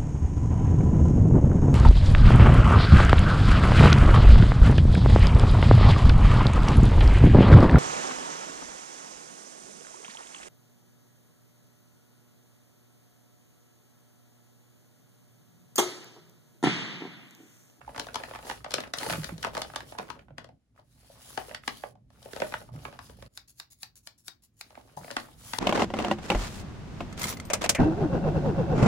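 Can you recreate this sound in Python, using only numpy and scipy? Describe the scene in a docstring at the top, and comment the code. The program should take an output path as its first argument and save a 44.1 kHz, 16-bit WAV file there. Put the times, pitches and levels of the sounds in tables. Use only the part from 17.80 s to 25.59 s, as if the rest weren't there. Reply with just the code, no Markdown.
"""Paper bag and scissors.

Hands smooth, lift and turn a paper bag in a small room, close to a pair of microphone ports.
Creases snap as short noise bursts over a fine crackle of tiny grains; fingers hiss as filtered noise.
The hollow bag thuds as falling sine modes; later, scissors snip six times with clicks and a steel scrape."""
import sys
import numpy as np
from scipy import signal
from scipy.fft import rfft, irfft, next_fast_len
from scipy.io import wavfile
from scipy.ndimage import uniform_filter1d, map_coordinates

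SR = 44100
rng = np.random.default_rng(int(sys.argv[2]) if len(sys.argv) > 2 else 0)


def store_wav(level_fs):
    """Save 16-bit WAV to argv[1]."""
    pcm = np.round(np.clip(np.atleast_2d(level_fs), -1, 1) * 32767)
    wavfile.write(sys.argv[1], SR, pcm.T.astype(np.int16))


N = 343539
TIME = np.arange(N) / SR  # seconds


def amp(db):
    """Decibels to gain."""
    return 10 ** (np.asarray(db) / 20)


def unit(x):
    """Scales to rms 1."""
    return x / np.sqrt(np.mean(x ** 2) + 1e-20)


def read(points, hz):
    """Interpolates a table on a logarithmic frequency axis."""
    f, value = np.transpose(points)
    return np.interp(np.log(hz + 1), np.log(f + 1), value)


def curve(rows):
    """Turns rows of seconds and dB into a gain at every sample."""
    return amp(np.interp(TIME, *np.transpose(rows)))


def add(mix, start_s, sound):
    """Mixes a stereo sound in at start_s."""
    part = mix[:, max(round(start_s * SR), 0):][:, :sound.shape[1]]
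    part += sound[:, :part.shape[1]]


def colour(x, spectrum):
    """Filters by a spectrum table."""
    size = next_fast_len(x.shape[-1])
    gain = amp(read(spectrum, np.fft.rfftfreq(size, 1 / SR)))
    return irfft(rfft(x, size) * gain, size)[..., :x.shape[-1]]


def pan(left_db):
    """Left and right gains of constant power, left_db apart."""
    return unit(amp([[left_db / 2], [-left_db / 2]]))


def noise():
    """Stereo white noise over the whole scene, the channels unrelated."""
    return rng.standard_normal((2, N))


def flutter(per_s, depth_db):
    """A gain that wanders at random between 4096 knots, then holds."""
    knots = rng.standard_normal(4096)
    return amp(depth_db * np.interp(TIME * per_s, np.arange(len(knots)), knots))


def drifting(x, depth_db, span_hz, span_s):
    """Broad resonances come and go as the point of contact moves."""
    hz, frame_s, z = signal.stft(x, SR, nperseg=512)
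    knots = rng.standard_normal((256, 512))
    grid = np.meshgrid(hz / span_hz, frame_s / span_s, indexing="ij")
    field = map_coordinates(knots, grid, order=3, mode="mirror")
    return signal.istft(z * amp(depth_db * field), SR, nperseg=512)[1][:, :N]


# Likeness of the two ports. Each row: frequency in Hz, likeness from 0 to 1.
PORT_LIKENESS = [(50, 0.91), (200, 0.97), (500, 0.88), (1500, 0.4), (5000, 0.01), (9000, 0.9), (16000, 0.7)]


def ports(pair, lag_s=0):
    """Makes two unrelated signals partly alike, the right one arriving lag_s earlier."""
    size = next_fast_len(pair.shape[1])
    hz = np.fft.rfftfreq(size, 1 / SR)
    left, other = rfft(pair, size)
    same = np.clip(read(PORT_LIKENESS, hz), 0, 1)
    right = same * left + np.sqrt(1 - same ** 2) * other
    right = right * np.exp(2j * np.pi * hz * lag_s)
    return irfft(np.array([left, right]), size)[:, :pair.shape[1]]


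def burst(spectrum, rise_s, decay_s, lag_s=0, size=2048, lead_samples=192, smooth_bins=81):
    """A few ms of dense ringing, with the energy of 5 ms at rms 1, that swells around lead_samples."""
    t = (np.arange(size) - lead_samples) / SR
    shape = np.exp(-np.logaddexp(-t / rise_s, t / decay_s))
    z = rfft(rng.standard_normal((2, size)) * shape)
    # one sudden release feeds all pitches alike, so broad holes are evened out
    z /= np.sqrt(uniform_filter1d(np.abs(z) ** 2, smooth_bins, axis=1) + 1e-20)
    x = colour(ports(irfft(z, size), lag_s), spectrum)
    return x / np.sqrt((x ** 2).sum(1, keepdims=True) / (.005 * SR))


# Modes of the struck panel. Each row: multiple of its pitch, relative level in dB per Hz before focus.
PANEL_KNOCK = [(.12, -19.5), (.36, -9), (.6, -9.5), (.8, -2.5), (1, 1.5), (1.25, -4), (1.7, -11.5),
               (2.8, -31), (6, -56.5)]
# Crack spectrum. 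Each row: frequency in Hz, relative level in dB per Hz.
CRACK_SPECTRUM = [(300, -31.5), (700, -6.5), (1050, -3.5), (1600, 4), (2600, -3), (3600, -11.5),
                  (7000, -47.5), (16000, -48.5)]


def clicks(rows, treble, knock_s, crack_s, treble_s, rise_s, lead_s, octave_db, side_db, scatter_db):
    """Each click sums a knock of the panel, a crack and a treble tick, each with its own decay."""
    out = np.zeros((2, N))
    for s, db, knock_db, treble_db, panel_hz in rows:
        lag_s = rng.normal(0, .00006)  # the low parts spread from all over the surface
        # a soft, dull knock is mostly the panel's main mode; a sharp one shakes all of them
        focus = np.clip(knock_db / 9, 1, 2.2)
        panel = np.array(PANEL_KNOCK) * [panel_hz, focus]
        # a gentler release is slower: its treble is lower as well as weaker
        tick_spectrum = np.array(treble) * [2 ** (min(treble_db, 0) / octave_db), 1]
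        knock = amp(knock_db) * burst(panel, rise_s, knock_s, lag_s)
        crack = burst(CRACK_SPECTRUM, rise_s, crack_s, lag_s)
        tick = amp(treble_db) * burst(tick_spectrum, rise_s, treble_s)
        # brighter clicks lean further to the left
        left_db = side_db + .35 * treble_db + scatter_db * rng.standard_normal()
        add(out, s - lead_s, amp(db) * pan(left_db) * (knock + crack + tick))
    return out


# Loudest creases. Each row: time in seconds, crack level in dB before the trim, knock re crack in dB,
# treble re crack in dB, panel pitch in Hz.
CREASE_SNAPS = [(0.0135, -48.5, 0.5, -16, 694), (0.0775, -56, 21, -6, 830), (0.092, -53.5, 8.5, -15.5, 620),
                (0.1465, -49.5, 3, -11.5, 800), (0.1614, -41.5, 3.5, -4, 726), (0.1787, -39.5, 5.5, 0, 870),
                (0.1964, -34.5, 1.5, 5, 746), (0.2682, -51, 3.5, 4.5, 700), (0.2864, -40, -6.5, -15, 694),
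                (0.3440, -38.5, 1.5, 4.5, 950), (0.3568, -31, 2.5, 0, 910), (0.400, -45, 4.5, -13, 700),
                (0.4358, -34.5, -3.5, -8.5, 830), (0.5103, -44, 5, -10, 640), (0.5365, -44, 0.5, -12, 895),
                (0.5494, -40, 0, -10, 810), (0.5578, -40.5, 2.5, -7, 830), (0.5888, -47.5, 6, -7, 776),
                (0.667, -47.5, 4, -9, 710), (0.698, -32, -1.5, -5.5, 827), (0.7114, -34.5, 0.5, -8, 830),
                (0.8445, -38.5, 3, -3.5, 830), (0.8619, -43.5, 7, -15.5, 790), (0.9078, -44, 3.5, 6.5, 870),
                (0.9182, -44, -7.5, 6.5, 680), (0.9396, -27, -2.5, 6, 614), (0.9822, -31, 0.5, -8, 582),
                (1.004, -41, 4.5, 3.5, 547), (1.0365, -37, -8.5, -17.5, 675), (1.075, -54.5, 3, 0.5, 700),
                (1.1371, -29.5, -4.5, 1.5, 686), (1.1851, -42, -12, 12.5, 750),
                (1.2115, -40.5, -1, -8.5, 633), (1.2208, -40, -6, -5, 750), (1.2308, -33, -6.5, -5.5, 830),
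                (1.2635, -37, 8, -3, 650), (1.2977, -31.5, 3, -2.5, 680), (1.3045, -30.5, -2.5, -2, 740),
                (1.326, -31.5, -0.5, -2.5, 670), (1.3345, -29.5, -5, -7.5, 624),
                (1.4335, -40, -8.5, -2, 704), (1.4435, -34.5, -9, 2, 650), (1.4912, -38, 0, -20, 700),
                (1.580, -51, 3.5, 5.5, 615), (1.6285, -36, -11.5, 2.5, 820), (1.6395, -33, -1, -16.5, 850),
                (1.6470, -29, 3, -5, 900), (1.6685, -43, 13.5, -1.5, 664), (1.7502, -36.5, 2.5, -2, 770),
                (1.7684, -35, 8, -3, 810), (1.7767, -38, 7.5, 1.5, 655), (1.8182, -36, 2.5, 6.5, 850),
                (1.847, -45.5, 3, -6, 800), (1.8992, -47, 2.5, -13, 800), (1.9355, -46.5, 4.5, -10, 846),
                (1.96, -32.5, 1.5, 1.5, 900), (2.0049, -40, -4, -5, 900), (2.1219, -48.5, 9.5, -4.5, 797),
                (2.150, -52.5, 9.5, -12, 850), (2.1858, -34.5, 2.5, -2, 950),
                (2.196, -43.5, 12.5, -15.5, 673), (2.288, -49.5, 4, -14, 900),
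                (2.3018, -37.5, 4.5, -2, 1003), (2.3921, -49.5, -4, -10.5, 540), (2.483, -62, 9, -15, 900),
                (2.5054, -61, 11, -16, 636), (2.5818, -38, -1, -4, 678), (2.6441, -50.5, 3.5, -1.5, 647),
                (2.6895, -61.5, 14, -4, 647), (2.99, -68, 16.5, -10, 738), (3.2995, -73.5, 25, -8.5, 620),
                (3.5038, -53, -1, -2, 620), (3.5758, -31, 6.5, -4, 740), (3.614, -48, 6, -5, 800),
                (3.7114, -43, 3, -18, 520), (3.747, -33, -8.5, -2.5, 790), (3.8355, -47, -17.5, -13, 845),
                (3.8779, -26, -2, -2.5, 802), (4.0368, -38.5, 9, -19.5, 770), (4.154, -71, 18.5, -2, 740),
                (4.303, -64, 4, -2.5, 698), (4.428, -65.5, 1, 15, 705), (4.458, -54, 15.5, -7, 575),
                (4.5332, -41, 4, -3, 435), (4.5625, -42.5, 9, -1, 656), (4.572, -45.5, 4, -7, 600),
                (4.6013, -38.5, 5.5, 0.5, 593), (4.6192, -28, 7, -10.5, 620), (4.7224, -39, 2, -10.5, 780),
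                (4.7395, -28.5, -0.5, -13, 896), (4.815, -51, 4, -11, 556), (4.8887, -62.5, 15.5, -7, 830),
                (5.0515, -35.5, 1.5, -11, 880), (5.081, -52, 9, -8.5, 640), (5.1262, -50.5, 3.5, -7, 616),
                (5.1902, -41.5, 1.5, -5.5, 890), (5.2965, -54.5, 8, -1.5, 620), (5.4242, -49, 4.5, -1, 650),
                (6.905, -57.5, 4.5, -1, 860), (6.953, -49.5, -5, -7.5, 690), (6.975, -57.5, 17, -13, 750),
                (7.1725, -53.5, 20.5, -1, 834), (7.2446, -47.5, 6, -8.5, 626), (7.2785, -48.5, 6, -16, 670),
                (7.3043, -37.5, -4, -10.5, 676), (7.3118, -41, 2.5, 4, 610), (7.3666, -24, -3.5, -6.5, 760),
                (7.400, -50.5, -3, 7, 700), (7.4842, -65, 15, -7, 780), (7.7346, -30.5, 2, -1.5, 920),
                (7.7861, -34, 9, 8.5, 970)]
# Paper treble. Each row: frequency in Hz, relative level in dB per Hz.
PAPER_TREBLE = [(1200, -38), (2300, -18), (3000, 4), (5200, 2.5), (7000, -4), (10000, -8), (16000, -24.5)]


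def snapping():
    """Creases release suddenly and knock the paper panels around them."""
    return amp(-1.0) * clicks(CREASE_SNAPS, PAPER_TREBLE, knock_s=0.003, crack_s=0.0015, treble_s=0.0019,
                              rise_s=0.00058, lead_s=.0036, octave_db=35.5, side_db=2.5, scatter_db=3.0)


# Hands smooth the bag, grip and lift it, trace its top edge, change grip, then turn it to the scissors.
# Each row: start, speeding up, steady and slowing in seconds, then skin hiss and paper crackle in dB
# at full speed, before the trims.
HAND_MOVES = [ (-0.1, 0.31, 0.028, 0.21, -58, -46.5), (0.32, 0.018, 0.22, 0.15, -56, -48.5),
              (0.56, 0.12, 0.011, 0.2, -49, -44.5), (0.83, .12, 0.029, 0.19, -55.5, -43),
              (1.12, 0.086, 0.086, 0.37, -43, -37.5), (1.56, 0.065, 0.028, 0.14, -53, -44.5),
              (1.72, 0.022, 0.063, 0.26, -54, -46), (1.84, 0.095, 0.093, 0.066, -62, -52.5),
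              (2.0, 0.091, 0.012, 0.1, -53.5, -60.5), (2.14, 0.048, 0.052, 0.28, -64.5, -49.5),
              (2.558, 0.027, 0.033, 0.11, -82, -58.5), (2.93, 0.048, 0.011, 0.053, -76, -60),
              (2.98, 0.51, 0.21, 0.13, -54.5, -59.5), (3.672, .012, .04, 0.042, -69.5, -48.5),
              (3.81, 0.063, 0.16, 0.12, -56, -63), (4.26, 0.32, 0.18, 0.18, -53, -52),
              (4.91, 0.03, 0.17, 0.223, -62.5, -53.5), (5.15, 0.096, 0.017, 0.22, -58, -63),
              (5.34, 0.044, 0.078, 0.052, -66, -56), (6.8, 0.072, 0.25, 0.13, -68.5, -62.5),
              (7.14, 0.11, 0.047, 0.47, -54, -50.5), (7.541, 0.12, 0.11, .1, -48.5, -57)]
EASE = 1.71  # loudness grows as this power of the hand's speed


def hands():
    """Movements speed up, hold and slow; returns levels for sliding skin and for worked paper."""
    power = np.zeros((2, N))
    for start, rise_s, hold_s, fall_s, hiss_db, crackle_db in HAND_MOVES:
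        corners = start + np.cumsum(np.abs([0, rise_s, hold_s, fall_s]))
        moving = (TIME > corners[0]) & (TIME < corners[-1])
        speed = np.interp(TIME[moving], corners, [0, 1, 1, 0])
        power[:, moving] += (amp([[hiss_db], [crackle_db]]) * speed ** EASE) ** 2
    return np.sqrt(power)


TINT_DB = 6  # standard deviation of each grain's own colouring


def crackle(work, spectrum, per_s, spread_db, grain_s, kinds=40):
    """Tiny creases ring briefly, each kind at its own pitch; hard work makes them crowd together."""
    chance, size, kind = rng.random(N), rng.exponential(1, N), rng.integers(0, kinds, N)
    crowding = np.clip(work / amp(-46), 1, 1.5)
    happens = chance < per_s * crowding / SR
    train = happens * amp(spread_db * np.minimum(size, 2.1)) / np.sqrt(crowding)
    hz, db = np.transpose(spectrum)
    tints = TINT_DB * rng.standard_normal((kinds, len(hz)))
    grains = []
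    for scale, tint in zip(np.geomspace(.6, 1.6, kinds), tints):
        tinted = np.transpose([hz * scale, db + tint])
        grains.append(burst(tinted, grain_s / 4, grain_s, rng.normal(0, .00012)))
    out = np.zeros((2, N))
    for at in np.flatnonzero(train):
        add(out, at / SR, train[at] * grains[kind[at]])
    return unit(out) * work


# Crease spectrum before pitch scaling and tint. Each row: frequency in Hz, relative level in dB per Hz.
CREASE_SPECTRUM = [(100, -27.5), (270, -1.5), (400, -0.5), (620, 3), (900, 1), (1700, -6), (2800, -15.5),
                   (5000, -19.5), (8000, -31), (16000, -45)]
# Uneven breaking of stiff paper: wanderings per second, depth in dB.
CREASE_CLUMPS = (33, 1.6)


def creasing(work):
    """Stiff paper breaks unevenly under the hand."""
    uneven = work * flutter(*CREASE_CLUMPS)
    return amp(-3.0) * crackle(uneven, CREASE_SPECTRUM, per_s=240, spread_db=6.5, grain_s=.0011)


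# Wrinkle spectrum before pitch scaling and tint. Each row: frequency in Hz, relative level in dB per Hz.
WRINKLE_SPECTRUM = [(300, -21.5), (1250, -8.5), (1700, 1.5), (2200, -6), (6000, -12), (16000, -30.5)]


def wrinkling(work, stroke):
    """Where a hand both presses and slides, wrinkles give way in a finer crackle."""
    both = np.sqrt(work * stroke)
    return amp(-9.0) * crackle(both, WRINKLE_SPECTRUM, per_s=210, spread_db=7.5, grain_s=.0008)


def bending(x, travel_s, crack_hz):
    """Bending waves cross the sheet faster the higher they are: the tick arrives first, the knock last."""
    size = next_fast_len(N + SR // 4)
    hz = np.fft.rfftfreq(size, 1 / SR)
    turns = travel_s * (2 * np.sqrt(crack_hz * hz) - hz)
    return irfft(rfft(x, size) * np.exp(-2j * np.pi * turns), size)[:, :N]


# Lasting resonances of the hollow bag. Each row: frequency in Hz, gain at resonance in dB re the sheet.
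HOLLOW_MODES = [(245, -2), (559, -7.5), (611, -1), (860, -11.5), (1104, -10.5), (1265, -9.5), (1469, -9)]


def hollow(x, width_hz):
    """The sheet drives the lasting resonances of the bag."""
    t = np.arange(SR // 4) / SR
    modes = sum(amp(db) * np.cos(2 * np.pi * hz * t) for hz, db in HOLLOW_MODES)
    ring = modes * np.exp(-np.pi * width_hz * t) * 2 * np.pi * width_hz / SR
    return x + signal.oaconvolve(x, ring[None], axes=1)[:, :N]


# Skin on paper. Each row: frequency in Hz, relative level in dB per Hz.
SLIDE_SPECTRUM = [(300, -8.5), (1000, -6), (3700, -3.5), (4700, -2), (7000, -3), (10000, 0), (12000, -3.5),
                  (16000, -7)]


def sliding(stroke, grit_db, scratch_db):
    """Skin catches on paper fibres: a hiss and a scrape of shifting colour follow the hand's speed."""
    fibres = noise() * flutter(per_s=490, depth_db=grit_db) * flutter(per_s=40, depth_db=2.0)
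    catches = noise() * flutter(per_s=700, depth_db=3) * flutter(per_s=30, depth_db=3)
    fibres = drifting(fibres, depth_db=1.8, span_hz=450, span_s=.09)
    catches = drifting(catches, depth_db=3.8, span_hz=420, span_s=.09)
    hiss = unit(colour(ports(fibres), SLIDE_SPECTRUM))
    scratch = amp(scratch_db) * unit(colour(ports(catches), PAPER_TREBLE))
    return amp(0.5) * pan(.4) * (hiss + scratch) * stroke


# Belly popping in or out. Each row: time in seconds, level in dB before thud_db, settled pitch in Hz,
# rise in seconds.
BELLY_THUDS = [(1.307, -32.5, 154.4, .005), (1.335, -31.5, 147.6, .005), (1.381, -28, 149.6, .003),
               (1.521, -32, 158, 0.0024), (2.189, -44, 180, .004), (2.502, -44.5, 137.7, .006),
               (2.539, -51.5, 153, 0.0045), (4.915, -31.5, 114.7, 0.015), (4.949, -34, 142.2, 0.0073),
               (7.17, -41.5, 138, .002), (7.209, -46.5, 165, 0.0017)]
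# Swaying of the whole bag. Each row: time in seconds, level in dB before sway_db.
SWAY_LEVEL = [(0.0, -66), (0.06, -61), (1.02, -61), (1.19, -66.5), (1.34, -53), (2.13, -62), (2.75, -63),
              (2.84, -86.5), (2.93, -70), (3.55, -64.5), (4.25, -65.5), (5.03, -56), (5.16, -62),
              (5.47, -54.5), (5.53, -74.5), (6.79, -74), (7.62, -60.5), (7.79, -58.5)]
# Air pushed by the bag. Each row: frequency in Hz, relative level in dB per Hz.
SWAY_SPECTRUM = [(15, -47.5), (28, -28), (42, -4.5), (62, 6), (82, -5.5), (115, 4.5), (170, -7.5),
                 (260, -8), (450, -29), (1000, -57)]


def flexing(ring_s, thud_db, sway_db, sharp, settle_s, push_db, push_s):
    """The bag pushes air as it sways, and booms briefly when its belly pops."""
    out = amp(sway_db) * unit(colour(ports(noise()), SWAY_SPECTRUM)) * curve(SWAY_LEVEL)
    t = np.arange(SR // 4) / SR
    for s, db, hz, rise_s in BELLY_THUDS:
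        # the taut face starts sharp and sinks as it slackens; its highest mode dies soonest
        turn = 2 * np.pi * np.cumsum(hz * (1 + sharp * np.exp(-t / settle_s))) / SR
        belly = np.sin(turn) + 0.29 * np.sin(0.72 * turn) + 0.2 * np.sin(1.2 * turn)
        push = amp(push_db) * np.sin(1.77 * turn) * np.exp(-t / push_s)
        boom = (belly * np.exp(-t / ring_s) + push) * (1 - np.exp(-t / rise_s))
        add(out, s, amp(db + thud_db) * np.array([boom, boom]))
    return out * pan(-2.0)


# Blades meeting. Each row: time in seconds, crack level in dB before the trims.
BLADE_SHUTS = [(5.5745, -49), (5.799, -48), (6.031, -46), (6.2721, -50.5), (6.481, -46.5), (6.8106, -48.5)]
# Shared by every snip: knock re crack in dB, treble re crack in dB, pivot pitch in Hz.
SNIP_CLICK = (-6.5, 7.9, 840)
# Blade treble. Each row: frequency in Hz, relative level in dB per Hz.
BLADE_TREBLE = [(1200, -27), (2500, 2), (3200, -5), (3800, 8), (4800, 7), (5700, 0.5), (7200, -2.5),
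                (10500, -4.5), (16000, -14)]


def snipping():
    """Blades clack together and knock the pivot."""
    rows = [(*row, *SNIP_CLICK) for row in BLADE_SHUTS]
    return amp(3.0) * clicks(rows, BLADE_TREBLE, knock_s=0.0062, crack_s=0.0022, treble_s=0.0014,
                             rise_s=0.00018, lead_s=.0038, octave_db=36, side_db=0.5, scatter_db=-2.0)


# Blades parting. Each row: time in seconds, level in dB.
BLADE_OPENS = [(5.677, -57), (5.903, -55.5), (6.156, -56.5), (6.379, -65.5), (6.622, -58.5), (7.167, -52)]
# Steel on steel. Each row: frequency in Hz, relative level in dB per Hz.
STEEL_SPECTRUM = [(500, -15), (1500, -14), (3000, -11), (4200, -4.5), (5800, -4), (7100, 1), (8400, -4),
                  (10000, 0), (11600, -3.5), (13200, -5), (14800, -10), (16000, -7.5)]


def blades(closing_db, swell_s, opening_s):
    """Steel slides on steel: a scrape swells until the blades meet; they part with a tick and a swish."""
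    level = np.zeros(N)
    for s, db in BLADE_SHUTS:
        t = TIME - s + 0.0027
        level += amp(db + closing_db) * np.exp(-np.abs(t) / np.where(t < 0, swell_s, .007))
    for s, db in BLADE_OPENS:
        t = np.maximum(TIME - s, 0)
        tick = np.exp(-t / 0.0064)
        swish = np.exp(-((t - opening_s) / 0.018) ** 2)
        level += amp(db) * (t > 0) * (tick + swish)
    scrape = noise() * flutter(per_s=300, depth_db=4)
    scrape = drifting(scrape, depth_db=3, span_hz=300, span_s=.15)
    return level * unit(colour(ports(scrape), STEEL_SPECTRUM)) * pan(2.0)


# Reverberation. Each row: frequency in Hz, 60 dB decay time in seconds.
ROOM_T60 = [(150, 0.62), (600, 0.21), (2000, 0.18), (5000, 0.18), (10000, 0.12), (16000, 0.24)]


def room(x, wet_db, early_db, early_s, absorb_db, patterns=4):
    """Quick reflections off the table and hands, then the short tail of the room; both lose treble."""
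    t = np.arange(SR // 2) / SR
    out = np.zeros((2, N))
    for k in range(patterns):
        taps = rng.standard_normal((2, len(t))) * (1 - np.exp(-(t / 0.0087) ** 2))
        hz, frame_s, z = signal.stft(taps, SR, nperseg=256)
        decay = amp(-60 * frame_s / read(ROOM_T60, hz)[:, None])
        tail = signal.istft(z * decay, SR, nperseg=256)[1][:, :len(t)]
        early = rng.standard_normal((2, len(t))) * (t > .002) * np.exp(-t / early_s)
        response = (amp(wet_db) * unit(tail) + amp(early_db) * unit(early)) / np.sqrt(len(t))
        # the hands keep moving, so one pattern of reflections gives way to the next
        share = np.maximum(np.cos(2 * np.pi * (TIME - k / patterns)), 0)
        out += signal.oaconvolve(x * share, response, axes=1)[:, :N]
    return x + colour(out, [(5000, 0.0035), (12000, absorb_db)])


# Quiet air. Each row: frequency in Hz, relative level in dB per Hz.
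AIR_SPECTRUM = [(15, -23.5), (28, -19.5), (50, -1.5), (100, 0), (220, -17), (450, -19), (1000, -27),
                (4000, -31.5), (10000, -36.5), (16000, -50.5)]


def quiet_air():
    """Steady filtered noise under everything."""
    return amp(-75.5) * unit(colour(ports(noise()), AIR_SPECTRUM))


# The paper, skin hiss and bag sounds dip abruptly and briefly before the scissors start. Each row: time in
# seconds, gain in dB.
HANDLING_DIP = [(5.479, 0), (5.483, -22), (5.53, 0)]


def scene():
    """Paper and scissors in the room, over its quiet air."""
    stroke, work = hands()
    sheet = snapping() + creasing(work) + wrinkling(work, stroke)
    paper = hollow(bending(sheet, travel_s=.0013, crack_hz=2510), width_hz=17)
    paper = room(paper, wet_db=-8.5, early_db=-7.5, early_s=0.017, absorb_db=-8.0)
    hiss = sliding(stroke, grit_db=2.0, scratch_db=-6.5)
    body = flexing(ring_s=0.033, thud_db=1.5, sway_db=5.0, sharp=0.2, settle_s=.016,
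                   push_db=-1.5, push_s=0.0074)
    scissors = snipping() + blades(closing_db=-2.5, swell_s=0.016, opening_s=0.02)
    scissors = room(scissors, wet_db=-7.5, early_db=-9.5, early_s=0.0044, absorb_db=-3.0)
    return (paper + hiss + body) * curve(HANDLING_DIP) + scissors + quiet_air()


# Lead of the left port over the right. Each row: frequency in Hz, phase in radians.
PORT_LEAD = [(150, 0), (950, 1), (1800, 0.04), (3360, 3), (5000, 1.5), (7150, 1), (8100, -5.5),
             (8850, -2.5), (9750, -6), (11800, -6.5), (12500, -9), (14100, -9.5), (14700, -11.5)]
EDGE_HZ = 16000


def record(dry):
    """The ports differ in phase by frequency; a low-pass then limits the band."""
    size = next_fast_len(N)
    left, right = rfft(dry, size)
    right = right * np.exp(-1j * read(PORT_LEAD, np.fft.rfftfreq(size, 1 / SR)))
    pair = irfft(np.array([left, right]), size)[:, :N]
    low_pass = signal.firwin(511, EDGE_HZ, window=("kaiser", 9), fs=SR)
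    return signal.oaconvolve(pair, low_pass[None], "same")


dry = scene()
out = record(dry)
store_wav(out)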